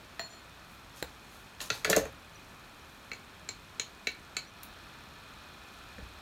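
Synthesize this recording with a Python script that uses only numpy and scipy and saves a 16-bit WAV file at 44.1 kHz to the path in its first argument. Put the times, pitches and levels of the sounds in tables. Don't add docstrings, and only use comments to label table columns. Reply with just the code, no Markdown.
import sys
import numpy as np
from scipy import signal
from scipy.io import wavfile
from scipy.ndimage import uniform_filter1d

SR = 44100
rng = np.random.default_rng(int(sys.argv[2]) if len(sys.argv) > 2 else 0)


def digitize_waveform(pressure):
    field = np.atleast_2d(pressure).T
    bounded = np.clip(field, -1, 1)
    quanta = np.round(bounded * 32767).astype(np.int16)
    wavfile.write(sys.argv[1], SR, quanta)


def attenuation_scalar(level_db):
    decades = np.asarray(level_db, float) / 20
    return 10 ** decades


N = 274028

# (f/Hz, level/dB, time to fall 60 dB/s)
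HAND_MODES = [(254, 2.5, 0.028), (411, 2, 0.028), (702, -7.5, 0.029), (1430, 9, 0.0091), (1780, 7, 0.014)]


def evened(x):
    return x / np.sqrt(np.mean(x ** 2) + 1e-20)


def read(points, hz):
    f, value = np.transpose(points)
    return np.interp(np.log(hz + 1), np.log(f + 1), value)


def add(mix, s, sound):
    part = mix[round(s * SR):][:len(sound)]
    part += sound[:len(part)]


def rings(modes, rise=0.00061, spread_db=0, detune=0, damp=1):
    hz, db, t60 = np.transpose(modes)[:, :, None]
    t60 = np.abs(damp * t60)
    t = np.arange(int(SR * t60.max())) / SR
    spot, size = rng.uniform(-1.15, 1, (len(modes), 2)).T[:, :, None]
    fading = attenuation_scalar(db + spread_db * size - 60 * t / t60)
    waves = fading * np.sin(2 * np.pi * hz * (1 + detune * spot) * t)
    soft_start = 1 - np.exp(-(t / rise) ** 2)
    return waves.sum(0) * soft_start


def crack(db, hz, t60, width=2.5, order=2):
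    t = np.arange(2048) / SR
    limits = [hz / width, min(hz * width, .45 * SR)]
    band = signal.butter(order, limits, "bandpass", fs=SR, output="sos")
    burst = attenuation_scalar(-60 * t / abs(t60)) * rng.standard_normal(2048)
    return attenuation_scalar(db) * signal.sosfilt(band, burst)


def noise(level_db, size):
    frames, hz = 4 * N // size + 5, np.fft.rfftfreq(size, 1 / SR)
    a, b = rng.standard_normal((frames, len(hz), 2)).T
    gain = attenuation_scalar(level_db(hz[:, None], np.arange(frames) * size / 4 / SR))
    gain /= np.sqrt((gain ** 2).mean(0))
    sound = signal.istft((a + 1j * b) * gain, nperseg=size, noverlap=3 * size // 4)[1]
    return evened(sound[:N])


def coloured(x, points):
    log_gain = np.log(attenuation_scalar(read(points, np.abs(np.fft.fftfreq(2048, 1 / SR)))))
    taps = np.fft.ifft(np.exp(log_gain - 1j * signal.hilbert(log_gain).imag)).real[:1024]
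    return signal.oaconvolve(x, taps)[:N]


def blow(modes, crack_db, crack_hz, tick_db, hand_db, damp, split):
    out = np.zeros(SR)
    add(out, 0, rings(modes, rise=0.00074, damp=damp))
    add(out, 0, attenuation_scalar(-3) * rings(modes, rise=0.0008, spread_db=2, detune=split, damp=.9 * damp))
    add(out, 0, crack(crack_db, crack_hz, t60=0.022, width=2.46, order=4))
    add(out, 0, crack(tick_db, hz=11300, t60=0.018, width=1.5))
    add(out, 0, attenuation_scalar(hand_db) * rings(HAND_MODES, rise=0.003, spread_db=4, detune=0.05))
    return out


def brush_drop():
    # (f/Hz, level/dB, time to fall 60 dB/s)
    loose_jar = [(676, -46, 0.16), (1900, -48, 0.05), (4165, -48, .15), (4282, -38.5, 0.36),
                 (5700, -64, 0.3), (7110, -47, 0.42), (7200, -50, 0.3), (12480, -70, .2), (14810, -71, 0.4)]
    # (time after the drop/s, level/dB)
    bounces = [
        (.058, -11),
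        (.102, -12),
        (.134, -10),
    ]
    drop_s = .1942
    out = np.zeros(N)
    add(out, drop_s, blow(loose_jar, crack_db=-26, crack_hz=1900, tick_db=-43, hand_db=-32,
                          damp=1.0, split=0.0072))
    for later, bounce_db in bounces:
        add(out, drop_s + later, attenuation_scalar(bounce_db) * rings(loose_jar, rise=.003, damp=.6))
    return out


def clinks():
    # (t/s, strength/dB, hardness/dB per octave, upper rings near the rim/dB, ring length left [share])
    clink_blows = [
        (3.116, -40.5, -11.5, -12, 0.54),
        (3.1325, -46, -4, 9.5, 0.41),
        (3.489, -35.5, 1, 1, 0.5),
        (3.7969, -29, 1.5, 7, 0.4),
        (4.0706, -27, -6, -2.5, 0.52),
        (4.3673, -30, 3, -6, 0.88),
    ]
    paint_pitch = [(1.02, 1.005), (1.015, 1.007), (1.012, 1.062), (.998, 1), (.983, 1.01), (1.037, 1.035)]
    held_hz = [1295, 2070, 2280, 2570, 3960, 4125, 4330, 6250, 6560, 6880, 8030, 11100, 12450]
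    # (level/dB, time to fall 60 dB/s)
    held_rings = [(-15.5, 0.019), (-12, .022), (0.5, 0.048), (-2, 0.026), (-8, 0.031), (-0.5, 0.07),
                  (-3, 0.054), (-6.5, 0.063), (-12, 0.022), (2.5, 0.036), (-15, 0.023), (-17, 0.019),
                  (-15, 0.023)]
    wall_hz = (3000, 5500, 7500)
    pivot_hz = 4100
    out = np.zeros(N)
    hz = np.array(held_hz)
    share_db, t60 = np.transpose(held_rings)
    family = np.searchsorted(wall_hz, hz)
    for (s, db, hard, upper_db, grip), pitch in zip(clink_blows, paint_pitch):
        tuned_hz = hz * np.array([1, *pitch, 1])[family]
        hardness_db = hard * np.log2(hz / pivot_hz) * (hz < wall_hz[-1])
        tone_db = db + share_db + hardness_db + upper_db * (family == 2)
        modes = np.transpose([tuned_hz, tone_db, t60])
        add(out, s, blow(modes, crack_db=db + 6 + 0.33 * hard, crack_hz=3200 * 2 ** (0.019 * hard),
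                         tick_db=db - 17, hand_db=db - 3.5 - 0.56 * hard, damp=grip, split=.017))
    return out


def collar_and_set_down():
    # (f/Hz, level/dB, time to fall 60 dB/s)
    collar = [(6900, -42, .018), (8600, -38, .015), (9690, -39, .035), (11700, -36, 0.02),
              (13400, -34.5, .02)]
    # (t/s, level/dB)
    down_s, down_db = (5.9815, -34.5)
    out = np.zeros(N)
    add(out, 4.6324, blow(collar, crack_db=-40, crack_hz=7000, tick_db=-42, hand_db=-70, damp=.5, split=.02))
    add(out, down_s, attenuation_scalar(down_db) * rings(HAND_MODES, rise=.0022, damp=.7))
    return out


def drops():
    # (t/s, level/dB, start f/Hz, end f/Hz, length/s)
    glides = [
        (2.332, -63, 6200, 7000, .008),
        (2.351, -53, 5750, 5850, .014),
        (2.8, -64, 5500, 5600, .03),
        (4.452, -63, 5820, 5920, 0.06),
        (.953, -59, 7600, 9800, .04),
        (0.935, -59, 5400, 5450, .015),
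        (.97, -62, 5400, 5400, .04),
        (.29, -63, 5800, 5950, .07),
    ]
    out = np.zeros(N)
    for s, db, start_hz, end_hz, length in glides:
        waver = 1 + .007 * evened(uniform_filter1d(rng.standard_normal(4410), size=200))
        hz = np.linspace(start_hz, end_hz, int(length * SR))
        turns = np.cumsum(hz * waver[:len(hz)]) / SR
        add(out, s, attenuation_scalar(db) * np.sin(2 * np.pi * turns) * np.hanning(len(hz)))
    return out


def glass():
    return brush_drop() + clinks() + collar_and_set_down() + drops()


def snap():
    # (f/Hz, level/dB, time to fall 60 dB/s)
    (s, db), modes = (1.0259, -24), [(181, -49, 0.053), (360, -28, 0.022), (480, -22, 0.012),
                      (827, -35, 0.041), (1560, -30, 0.021), (2300, -32, 0.013), (4100, -28.5, 0.0091)]
    out = np.zeros(N)
    add(out, s, rings(modes, rise=0.00049))
    add(out, s, crack(db, hz=4000, t60=0.014, width=2.8))
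    return out


def knocks():
    # (f/Hz, level/dB, time to fall 60 dB/s)
    table_top = [(185, -8, 0.08), (285, -4, 0.12), (443, 2.5, 0.095), (550, 2, 0.06), (592, -4, .05)]
    tube_wall = [(1431, 2.5, 0.061), (1700, 6.5, 0.046), (1866, 1, 0.025), (2310, 5, 0.024),
                 (2670, -4.5, 0.05)]
    cap = [(3340, 4.3, 0.0092), (3900, 7.4, 0.026), (4450, 5.2, 0.027)]
    crayons = [(5950, -4, .009), (6645, 16, 0.017), (7200, -5, 0.0072)]
    # (t/s, table level/dB, tube level/dB, cap level/dB, crayon level/dB)
    hits = [(1.6036, -56, -37.5, -33.5, -48), (1.614, -66, -47, -35, -41),
            (1.702, -32.5, -22.5, -19.5, -37), (1.8464, -36, -24, -23.5, -30),
            (1.851, -32.5, -22.5, -28, -36), (1.874, -28.5, -59, -52, -56), (1.893, -22, -51, -52, -52),
            (1.8988, -20.5, -31, -30, -16.5), (1.904, -22.5, -28, -41, -36), (1.913, -35, -53, -28, -31),
            (1.929, -24, -14, -25, -38), (1.954, -26.5, -44, -46, -50), (1.9637, -28, -49, -53, -19),
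            (1.967, -12.5, -26, -54, -31), (1.978, -33, -50, -58, -40), (2.016, -39, -43, -55, -51),
            (2.035, -35, -44, -60, -60), (2.0539, -35.5, -36, -64, -46.5), (5.983, -42, -58, -54, -66)]
    out = np.zeros(N)
    for s, table_db, *parts_db in hits:
        add(out, s, attenuation_scalar(table_db - 3.5) * rings(table_top, rise=0.002, detune=0.007))
        for db, body in zip(parts_db, (tube_wall, cap, crayons)):
            add(out, s, attenuation_scalar(db - 10.0) * rings(body, spread_db=4.5, detune=0.05, damp=0.69))
            add(out, s, crack(db + 4.5, body[1][0], t60=0.028, width=1.416))
        add(out, s, crack(parts_db[-1] + 5.0, hz=8950, t60=0.009, width=1.41))
    return out


def rubbing():
    # (peak t/s, level/dB, swell over 23.5 dB/s, fade over 23.5 dB/s, brightness/dB per octave)
    rubs = [(.72, -66, 0.099, .17, 10), (.975, -53.5, 0.066, 0.23, 2), (1.035, -55, .06, .09, -5),
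            (1.35, -61, 0.26, 0.27, 5), (1.611, -39.5, 0.014, 0.13, 1), (1.75, -45, 0.11, 0.15, 0.5),
            (1.86, -39, 0.019, 0.033, -2.5), (1.91, -33.5, 0.035, 0.063, -1.5),
            (1.98, -33, 0.081, 0.062, -2.5), (2.07, -42, 0.24, 0.073, -4.5), (2.55, -72, .9, 0.74, 9),
            (2.95, -71, 0.43, 0.65, 8), (5.75, -67, .23, .4, 4), (5.948, -64, 0.26, 0.43, -1.5)]
    # (f/Hz, level/dB)
    rub_colour = [(300, 0), (1000, 5.5), (2000, -6), (4000, 1.5), (5000, -2.5), (6500, 0.5), (8500, -7),
                  (10500, -5), (13000, -9), (16000, -21)]
    s, level_db, swell, fade, tilt = np.transpose(rubs)[:, :, None]
    t = np.arange(N) / SR
    away = np.maximum((s - t) / np.abs(swell), (t - s) / np.abs(fade))
    power = attenuation_scalar(2 * level_db - 47 * away) + 1e-12
    bright = (power * tilt).sum(0) / power.sum(0)

    def colour_db(hz, at):
        return read(rub_colour, hz) + np.interp(at, t, bright) * np.log2((hz + 50) / 4000)

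    hiss = noise(colour_db, size=256)
    grain = attenuation_scalar(2.0 * evened(uniform_filter1d(rng.standard_normal(N), size=90)))
    return np.sqrt(power.sum(0)) * evened(hiss * grain)


def thuds():
    # (t/s, level/dB, f/Hz, time to fall 60 dB/s)
    pushes = [
        (1.03, -44, 69.6, 0.25),
        (1.71, -38, 119, 0.15),
        (1.93, -47, 65, .2),
        (2.017, -37.5, 68.6, 0.33),
        (2.091, -44, 108, 0.13),
        (5.984, -38, 184, 0.066),
        (5.997, -39, 78.6, 0.07),
        (6.025, -32.5, 62.5, 0.11),
        (6.061, -39, 60, 0.067),
    ]
    out = np.zeros(N)
    for s, db, hz, t60 in pushes:
        add(out, s, rings([(hz, db, t60)], rise=0.0034))
    return out


def flicks():
    # (t/s, level/dB)
    bristle_flicks = [
        (4.063, -58),
        (4.118, -41),
        (4.143, -57),
        (2.127, -47),
        (3.063, -58),
    ]
    out = np.zeros(N)
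    for s, db in bristle_flicks:
        add(out, s, crack(db, hz=11000, t60=0.0055, width=1.2))
    return out


def room(tail_db, build, echo_db):
    # (f/Hz, level/dB)
    room_colour = [(200, -7.5), (600, -3), (1500, -3.5), (4000, 1.5), (7000, -2.5), (9500, -1), (16000, 3)]
    # (f/Hz, time to fall 60 dB/s)
    room_t60 = [(200, 0.067), (1000, 0.37), (2500, 0.21), (4500, 0.23), (7000, 0.19), (12000, 0.18)]
    # (delay/s, level/dB)
    echoes = [(.0015, -6.5), (.0035, -12.5), (.0062, -12.5), (.011, -13), (.016, -11.5), (.021, -12.5),
              (.026, -19.5)]
    taps = np.zeros(SR // 2)
    at = np.arange(40, SR // 2 - 20, 20)
    taps[at + rng.integers(0, 20, len(at))] = rng.choice([-1., 1.], len(at))
    hz, t, z = signal.stft(taps, SR, nperseg=256)
    fading_db = read(room_colour, hz)[:, None] - 60 * t / read(room_t60, hz)[:, None]
    tail = signal.istft(z * attenuation_scalar(fading_db), SR, nperseg=256)[1]
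    tail *= 1 - np.exp(-np.arange(len(tail)) / SR / build)
    tail *= attenuation_scalar(tail_db) / np.linalg.norm(tail)
    for k, (s, db) in enumerate(echoes):
        tail[round(s * SR)] += (-1) ** k * attenuation_scalar(db + echo_db)
    tail[0] = 1
    return tail


def air():
    # (f/Hz, level/dB per Hz)
    air_colour = [(15, -47), (25, 3), (53, 0), (232, -4.5), (496, -11), (538, -9.5), (979, -8.5),
                  (2150, -14), (2530, -11), (2750, -16.5), (4240, -20.5), (7510, -26), (13300, -30.5),
                  (15200, -33), (16500, -49)]
    # (f/Hz, width/Hz, level/dB)
    fan_modes = [(59, 26, 7), (1332, 520, 1), (1742, 18, 4), (2480, 120, 0), (3470, 1170, -6),
                 (4190, 470, -9.5), (5450, 250, -13.5)]
    change_s, dip_s, dip_db = 4.55, 0.16, -3
    since = np.arange(N) / SR - change_s
    after = np.clip(since / 0.026 + .5, 0, 1)
    dip = dip_db * np.clip(1 + since / dip_s, 0, 1) * (1 - after)

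    def fan_db(f, s):
        peaks = sum(attenuation_scalar(db) / (1 + (2 * (f - hz) / width) ** 2) for hz, width, db in fan_modes)
        return 20 * np.log10(peaks) + 0 * s

    hiss = noise(lambda hz, s: read(air_colour, hz) + 0 * s, size=2048)
    fan = noise(fan_db, size=2048)
    return attenuation_scalar(-53.5 + dip + 0.4 * after) * hiss + attenuation_scalar(-58 + 3.5 * after) * fan


def ticks():
    # (first t/s, last t/s)
    tick_runs = [
        (.0468, 4.52),
        (4.5378, 6.2),
    ]
    # (f/Hz, level/dB, time to fall 60 dB/s)
    tick_modes = [(6720, -45.5, 0.0029), (7950, -61, 0.00079), (12300, -58, .003), (8550, -53, 0.0034),
                  (4900, -88, 0.0037)]
    out = np.zeros(N)
    for first, last in tick_runs:
        for k, s in enumerate(np.arange(first, last, 1 / 20)):
            late = (k % 2 == 0) * (first < 1) * .003 * rng.random() ** 2
            add(out, s + late, rings(tick_modes, rise=0.000069, spread_db=1.0)[:1024])
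    return out


def scene():
    # (f/Hz, level/dB)
    path_colour = [(100, -2), (2700, 2.5), (3050, 0), (3500, 1), (4500, 0.5), (5000, -6.5), (5800, 0),
                   (7300, -1), (8000, -4), (9500, -5), (12500, -1.5), (13400, -4.5), (15700, 6),
                   (16000, -22)]
    spots = [(glass(), room(tail_db=-6.5, build=0.007, echo_db=-4.0)),
             (knocks(), room(tail_db=-5, build=0.0067, echo_db=-4)),
             (snap(), room(tail_db=-11.0, build=0.0059, echo_db=-6.0))]
    near = sum(signal.oaconvolve(x, path)[:N] for x, path in spots)
    return (coloured(near, path_colour) + rubbing() + thuds() + air() + flicks())[None]


def low_pass(x):
    return signal.sosfilt(signal.butter(12, 16970, fs=SR, output="sos"), x)


def record(dry):
    # (f/Hz, level/dB)
    mic_colour = [(100, 0), (9700, 0), (10400, -3.5), (11100, 0.5), (16700, 1), (17000, -73)]
    low_cut = signal.butter(2, 35, "highpass", fs=SR, output="sos")
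    heard = coloured(signal.sosfilt(low_cut, dry[0] + ticks()), mic_colour)
    return low_pass(heard[None])


dry = scene()
out = record(dry)
digitize_waveform(out)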